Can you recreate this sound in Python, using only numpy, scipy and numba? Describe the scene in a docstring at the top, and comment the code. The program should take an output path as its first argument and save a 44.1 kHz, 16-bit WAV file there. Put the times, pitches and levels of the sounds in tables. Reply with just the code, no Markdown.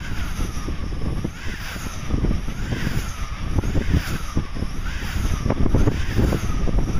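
"""A stunt kite's taut lines sing by vortex shedding as it flies six loops in strong wind.
The thick flying lines whistle low inside a rush, a thin cord sings high inside a hiss. Shedding frequency
is proportional to airspeed, so all glide up in each dive and down in each climb. The ground reflection
interferes with the direct sound, its lag following the kite's height: the rush flanges once a loop.
Wind rumbles and thuds on the microphone, whose limiter ducks on hard blows and whose filters cut notches."""
import sys
import numpy as np
from scipy import signal
from scipy.fft import rfft, irfft
from scipy.io import wavfile
from scipy.ndimage import uniform_filter1d
from numba import njit

SR = 44100
rng = np.random.default_rng(int(sys.argv[2]) if len(sys.argv) > 2 else 0)


def materialize(psi):
    """Save the field psi as 16-bit PCM at rate SR to the path in sys.argv[1].

    A 1-D psi becomes a single channel; in a 2-D psi each row is a channel.
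    """
    bounded = np.clip(np.atleast_2d(psi).T, -1, 1)
    quanta = np.round(bounded * 32767).astype(np.int16)
    wavfile.write(sys.argv[1], SR, quanta)


N = 308259

# One row a loop, from the bottom of its dive: t/s, f/Hz when fastest, f/Hz when slowest,
# share of the loop until slowest, level/dB, echo lag at the top/s
LOOPS = [(.05, 1530, 1136, 0.717, -2, 0.0074), (1.48, 1820, 1180, 0.634, -1.3, 0.0083),
         (2.75, 1814, 1199, 0.59, .3, 0.0075), (3.86, 1870, 1117, 0.67, -0.5, 0.0076),
         (4.96, 1790, 1175, 0.53, 0, .00685), (6.04, 1855, 1210, 0.62, 0.5, 0.0072),
         (7.15, 1600, 1170, .66, -1.5, .0065)]


def undb(db):
    """Amplitude ratio of a level in decibels."""
    return 10 ** (np.asarray(db) / 20)


def curve(table):
    """Linear interpolation in time of each column of a (t/s, values) table."""
    times, *columns = np.transpose(table)
    return [np.interp(np.arange(N) / SR, times, column) for column in columns]


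def shape(points, f):
    """Gain of a (frequency, gain/dB) spectrum on a log axis, falling 12 dB an octave past its end."""
    at, db = np.transpose(points)
    return undb(np.interp(np.log(f + 1e-6), np.log(at), db)) / np.maximum(f / at[-1], 1) ** 2


def colour(x, points):
    """Zero-phase filtering by a (f/Hz, gain/dB) spectrum."""
    return irfft(rfft(x) * shape(points, np.fft.rfftfreq(N, 1 / SR)), N)


def noise(points):
    """Stationary Gaussian noise of a given spectrum, rms 1."""
    x = colour(rng.standard_normal(N), points)
    return x / x.std()


def flutter(rate_hz):
    """Random modulation: rate_hz smoothed steps a second, spread near 1."""
    hold = int(SR / rate_hz)
    steps = np.repeat(rng.standard_normal(N // hold + 1), hold)
    return 1.3 * uniform_filter1d(uniform_filter1d(steps, hold), hold)[:N]


def gust_levels(rumble_trim_db, buffet_trim_db):
    """Incoherent addition: bell-shaped gusts add power to the breeze; gives rumble and buffeting in dB."""
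    # wind between gusts: t/s, rumble level/dB, buffeting level/dB, both before the trims
    breeze = [(0.0, -31.5, -33.5), (0.29, -30.5, -34), (1.22, -32.5, -31.5), (1.61, -36.5, -40),
              (2.18, -29.5, -29.5), (2.57, -30, -31.5), (2.86, -38, -29.5), (3.1, -32.5, -43.5),
              (3.43, -37.5, -38.5), (3.93, -34, -28.5), (4.26, -32, -40), (5.24, -33, -34),
              (5.61, -32.5, -33.5), (6.99, -27.5, -27.5)]
    # gusts: t/s at the crest, duration/s, rumble level/dB, buffeting level/dB
    gusts = [(0.44, 0.068, -25.5, -25), (0.67, 0.045, -31, -34), (1.11, 0.12, -27, -30),
             (1.803, 0.11, -31, -39), (2.237, 0.097, -38, -34), (2.322, .05, -20, -41),
             (2.695, 0.15, -35, -29.5), (2.96, 0.16, -27, -30), (3.53, 0.15, -24.5, -29.5),
             (3.762, 0.075, -27, -29.5), (3.896, 0.063, -18.5, -36), (4.116, .08, -25, -31),
             (4.392, 0.051, -36, -31), (4.623, 0.15, -26, -33.5), (4.77, 0.11, -38, -41),
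             (5.25, 0.15, -23, -32), (5.509, 0.067, -22.5, -26.5), (5.653, .07, -25, -38),
             (5.8, 0.25, -21.5, -25), (6.05, 0.13, -26.5, -50), (6.24, .16, -29, -23),
             (6.486, 0.066, -27, -31), (6.695, 0.2, -19, -30), (6.922, 0.064, -25, -30.5)]
    t = np.arange(N) / SR
    power = undb(np.array(curve(breeze)) + [[rumble_trim_db], [buffet_trim_db]]) ** 2
    for crest_s, duration, rumble, buffet in gusts:
        power += undb([[rumble], [buffet]]) ** 2 * np.exp(-(2 * (t - crest_s) / duration) ** 2)
    return 10 * np.log10(power)


def eddy(t, hz, turn):
    """Pressure pulse of a passing vortex, strongest at hz: the shorter it is, the wider its spectrum."""
    return np.real(np.exp(2j * np.pi * turn) / (1 - 2j * np.pi * hz * t) ** 2)


def small_eddies(buffet_db, over_db=13, scatter_db=6.0, hz=140, count=60):
    """Random eddies scale with the gust that carries them; rows of t/s, level/dB, f/Hz."""
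    when, strength, size = rng.random((count, 3)).T
    db = buffet_db[(when * N).astype(int)] + over_db + scatter_db * (2 * strength - 1)
    return list(zip(when * N / SR, db, hz * 2 ** (size - .5)))


def thuds(buffet_db, spread_s=0.01005, swirl_db=-10, thud_db=-3.5, slap_db=-24, slap_s=0.0051):
    """Vortex impact: each eddy hits amid six weaker ones; small, hard ones break up in a slap."""
    # strongest eddies at the microphone: t/s, relative level/dB, f/Hz of the spectral peak
    strong_eddies = [(.449, -14.5, 144), (.688, -12, 124), (1.063, -12, 133), (1.131, -13.5, 127),
                     (1.252, -8.5, 138), (2.143, -11.5, 99), (2.187, -13, 107), (2.249, -9.5, 148),
                     (2.311, -10.5, 137), (2.871, -9.5, 111), (3.589, -1, 121), (3.777, -11.5, 160),
                     (3.815, -9.5, 136), (3.947, -1, 71.4), (3.971, -7.5, 110), (4.374, -12.5, 165),
                     (4.626, -11.5, 137), (5.338, -9.5, 104), (5.462, -10, 105), (5.506, -2.5, 274),
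                     (5.522, -5.5, 194), (5.607, -7.5, 96), (5.663, 0, 125), (5.748, -4, 174),
                     (5.763, -6, 200), (5.875, -9.5, 205), (5.882, 1.5, 140), (6.195, -4, 120),
                     (6.284, -8, 101), (6.329, -6.5, 199), (6.347, -5.5, 133), (6.677, -11, 186),
                     (6.693, -10, 169), (6.789, -10, 200)]
    # an eddy breaking up: f/Hz, gain/dB
    slap_spectrum = [(200, -13), (500, -6), (900, 5), (1400, -6.5), (2200, -12), (4000, -50)]
    eddies = strong_eddies + small_eddies(buffet_db)
    pulses, breakup, reach = np.zeros(N), np.zeros(N), SR // 16
    for (hit_s, db, hz), chance in zip(eddies, rng.random((len(eddies), 7, 2))):
        centre = int(hit_s * SR)
        at = np.arange(max(centre - reach, 0), min(centre + reach, N))
        t = at / SR - hit_s
        core = eddy(t, hz, chance[0, 0])
        swirl = sum(eddy(t - spread_s * (2 * when - 1), 0.96 * hz, turn) for when, turn in chance[1:])
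        pulses[at] += undb(db + thud_db) * (core + undb(swirl_db) * swirl) * np.hanning(len(at))
        breakup[at] += undb(1.62 * db + slap_db) * (hz / 170) ** 2 * np.exp(-(t / slap_s) ** 2)
    return pulses + breakup * noise(slap_spectrum)


def wind(brisk_db=-30):
    """Turbulent pressure: large eddies rumble, small ones buffet in fits; open air hisses far off."""
    # large, small and finest turbulence, and the distant air: f/Hz, gain/dB
    rumble_spectrum = [(8, 4.5), (22, 3), (45, -1.5), (85, -5), (150, -19), (300, -29.5), (700, -86)]
    buffet_spectrum = [(40, 0.5), (110, -0.5), (190, -3.5), (300, -13.5), (500, -24), (900, -31)]
    flurry_spectrum = [(120, -23.5), (280, 6.5), (420, -3.5), (700, -12), (1100, -16.5), (2200, -27)]
    air_spectrum = [(200, -45), (700, -6.5), (2000, -20.5), (5000, -25), (9000, -17), (15000, -23)]
    rumble_db, buffet_db = gust_levels(rumble_trim_db=2.0, buffet_trim_db=-2.0)
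    fits = flutter(rate_hz=45)
    gust_db = buffet_db + 3 * fits
    rumble = noise(rumble_spectrum) * undb(rumble_db + 2.1 * fits)
    buffet = noise(buffet_spectrum) * undb(gust_db)
    # the finest turbulence grows faster than the gust, so hard gusts are brighter
    flurry = noise(flurry_spectrum) * undb(-43.0 + 1.65 * (gust_db - brisk_db))
    return rumble + buffet + flurry + thuds(buffet_db) + noise(air_spectrum) * undb(-53.0)


def loop_phase():
    """Phase of the circular motion: which loop the kite is in, and the share of it flown."""
    starts = np.transpose(LOOPS)[0]
    turns = np.interp(np.arange(N) / SR, starts, np.arange(len(starts)))
    return turns.astype(int), turns % 1


def ground_echo(direct, top_share=.445, low_lag_s=.0019):
    """Two-path interference: a duller reflection, later as the kite rises, makes a sweeping comb."""
    # reflection off the ground: f/Hz, gain/dB
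    reflectance = [(500, -3), (1500, -5), (3000, -10), (6000, -20)]
    loop, share = loop_phase()
    # on a circle the height follows a half cosine between turning points
    height = (1 - np.cos(np.pi * np.interp(share, [0, top_share, 1], [0, 1, 0]))) / 2
    top_lag_s = np.transpose(LOOPS)[-1][loop]
    lag_s = low_lag_s + height * (top_lag_s - low_lag_s)
    return direct + np.interp(np.arange(N) - SR * lag_s, np.arange(N), colour(direct, reflectance))


def airspeed_pitch(climb_power, dive_power, lag_s, smooth_s):
    """Strouhal's law: pitch follows airspeed, sinking in the climb and rising ever faster in the dive."""
    loop, share = loop_phase()
    _, fast_hz, slow_hz, slowest, _, _ = np.transpose(LOOPS)
    climb = np.maximum(1 - share / slowest[loop], 0) ** climb_power
    dive = np.maximum((share - slowest[loop]) / (1 - slowest[loop]), 0) ** dive_power
    low_hz = slow_hz[loop]
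    pitch = low_hz + climb * (fast_hz[loop] - low_hz) + dive * (fast_hz[loop + 1] - low_hz)
    t = np.arange(N) / SR
    return uniform_filter1d(np.interp(t - lag_s, t, pitch), max(int(smooth_s * SR), 1))


def radiated_db(pitch, beams, octave_db, cruise_hz=1400):
    """Directivity: level rises as a beam sweeps the microphone, and by octave_db as airspeed doubles."""
    _, share = loop_phase()
    _, _, _, loop_db, _ = curve(LOOPS)
    power = 1
    for centre, width, db in beams:
        off_axis = (share - centre + .5) % 1 - .5
        power += undb(db) ** 2 * np.exp(-(off_axis / width) ** 2)
    return loop_db + octave_db * np.log2(pitch / cruise_hz) + 10 * np.log10(power)


def vortex_noise(pitch, gain_at, frame=1024):
    """Strouhal similarity: noise of rms near 1 whose whole spectrum, gain_at(f/pitch), glides with pitch."""
    framing = dict(nperseg=frame, noverlap=frame - frame // 4)
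    f, t, spectra = signal.stft(rng.standard_normal(N), SR, **framing)
    gain = gain_at(f[:, None] / np.interp(t, np.arange(N) / SR, pitch))
    gain /= np.sqrt(np.mean(gain ** 2, axis=0))
    return signal.istft(spectra * gain, SR, **framing)[1][:N]


def aeolian_tone(pitch, width, steep):
    """Nearly periodic shedding: a noise band, width a share of the pitch, its skirts set by steep."""
    return vortex_noise(pitch, lambda ratio: (1 + (np.log(ratio + 1e-6) / width) ** 2) ** (-steep / 2))


def thin_cord(pitch_ratio=4.59):
    """A thinner cylinder sheds vortices faster; its drag pulses at twice the pitch, in a broad hiss."""
    # the cord's shedding noise: f/pitch, gain/dB
    hiss_spectrum = [(.45, -4), (.64, 4), (.8, -2.5), (1.0, -12), (1.25, -9), (1.5, -2), (1.8, 4),
                     (2.02, 6.5), (2.18, 6), (2.35, -1), (2.8, -28)]
    # radiation lobes: centre/loop, width/loop, gain/dB
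    tone_beams = [(.29, 0.14, 14.7), (.8, 0.21, 6.65)]
    hiss_beams = [(.235, 0.13, 24.3), (.79, 0.12, 15.6)]
    line_pitch = airspeed_pitch(climb_power=1.7, dive_power=2.1, lag_s=0.018, smooth_s=0.33)
    pitch = pitch_ratio * line_pitch
    # the tone is thin while the kite gathers speed and breathy as it slows
    glide_hz_per_s = uniform_filter1d(np.gradient(pitch) * SR, SR // 10)
    clarity = .33 + .17 * np.tanh(glide_hz_per_s / 3000)
    core = aeolian_tone(pitch, width=.02, steep=1.7)
    breath = aeolian_tone(pitch, width=0.045, steep=0.74)
    tone = np.sqrt(clarity) * core + np.sqrt(1 - clarity) * breath
    drag_tone = undb(-13) * aeolian_tone(2 * pitch, width=.035, steep=2)
    hiss = vortex_noise(pitch, lambda ratio: shape(hiss_spectrum, ratio)) + drag_tone
    tone_db = -54.5 + radiated_db(line_pitch, tone_beams, octave_db=4.5) + 1.7 * flutter(rate_hz=45)
    hiss_db = -61.5 + radiated_db(line_pitch, hiss_beams, octave_db=18.5) + 1.2 * flutter(rate_hz=45)
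    fading_db = 1.2 * flutter(rate_hz=14)  # the tone comes and goes in the unsteady air
    return tone * undb(tone_db + fading_db) + hiss * undb(hiss_db)


def flying_lines():
    """Vortex shedding: the fastest stretch gives the tone; turbulence adds a rush and flutters both."""
    # turbulence along the lines: f/pitch, gain/dB
    rush_spectrum = [(.33, -8.5), (.5, 2), (.68, -1.5), (1.2, -0.5), (1.45, 5), (1.9, 4.5), (2.4, 1.5),
                     (2.8, 1.5), (3.4, 1), (4.3, -3), (5.6, -8), (9, -57)]
    # radiation lobes: centre/loop, width/loop, gain/dB
    tone_beams = [(.03, 0.044, -0.5), (.27, 0.24, 4.5)]
    rush_beams = [(.05, 0.24, -3.6), (.27, 0.28, 2.8)]
    pitch = airspeed_pitch(climb_power=2.3, dive_power=1.8, lag_s=.025, smooth_s=.08)
    # the tone is clear in the slow climb and breaks up into a wide band in the dive
    clarity = np.interp(pitch, [1250, 1580], [.78, .1])
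    core = aeolian_tone(pitch, width=.064, steep=2.5)
    breath = aeolian_tone(pitch, width=.25, steep=2)
    tone = np.sqrt(clarity) * core + np.sqrt(1 - clarity) * breath
    rush = vortex_noise(pitch, lambda ratio: shape(rush_spectrum, ratio))
    tone_db = -47.5 + radiated_db(pitch, tone_beams, octave_db=11) + 1.13 * flutter(rate_hz=35)
    rush_db = -45.5 + radiated_db(pitch, rush_beams, octave_db=5.5) + 1.23 * flutter(rate_hz=45)
    return tone * undb(tone_db) + rush * undb(rush_db)


def scene():
    """Superposition at one microphone: lines and cord, direct and off the ground, and the wind."""
    kite = flying_lines() + thin_cord()
    kite *= undb(1.2 * flutter(rate_hz=30))  # turbulent air on the way makes the sound waver
    return (ground_echo(kite) + wind())[None]


@njit
def peak_envelope(x, attack_s, release_s):
    """Envelope detection: a one-pole lag on the rectified signal, quick up and slow down."""
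    out, level = np.empty(len(x)), 0.
    for i in range(len(x)):
        level += (abs(x[i]) - level) / (SR * (attack_s if abs(x[i]) > level else release_s))
        out[i] = level
    return out


def limiter(x, threshold_db, attack_s, release_s):
    """Gain reduction: everything ducks for a moment when a blow passes the threshold."""
    peak = uniform_filter1d(peak_envelope(x, attack_s, release_s), SR // 300)
    return x / np.maximum(peak / undb(threshold_db), 1)


def record(dry, cutoff_hz=15330):
    """Signal chain in cascade: microphone response, limiter, soft start, notches and low-pass."""
    # the microphone's response: f/Hz, gain/dB
    response = [(1000, 2.5), (4000, 2.5), (6500, 4.5), (8300, 1.5), (10500, 2.5), (12200, -4.5),
                (13500, -11.5), (14600, -10)]
    # band-stop filters: f/Hz, bandwidth/Hz
    notches = [(4200, 960), (7870, 5370), (8800, 800), (12600, 1640)]
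    x = limiter(colour(dry[0], response), threshold_db=-8.5, attack_s=.0004, release_s=0.062)
    x *= np.minimum(np.arange(N) / (SR // 200), 1)  # 5 ms fade-in
    for hz, bandwidth in notches:
        x = signal.lfilter(*signal.iirnotch(hz, hz / bandwidth, fs=SR), x)
    return signal.sosfilt(signal.ellip(12, .2, 80, cutoff_hz, fs=SR, output="sos"), x)[None]


dry = scene()
out = record(dry)
materialize(out)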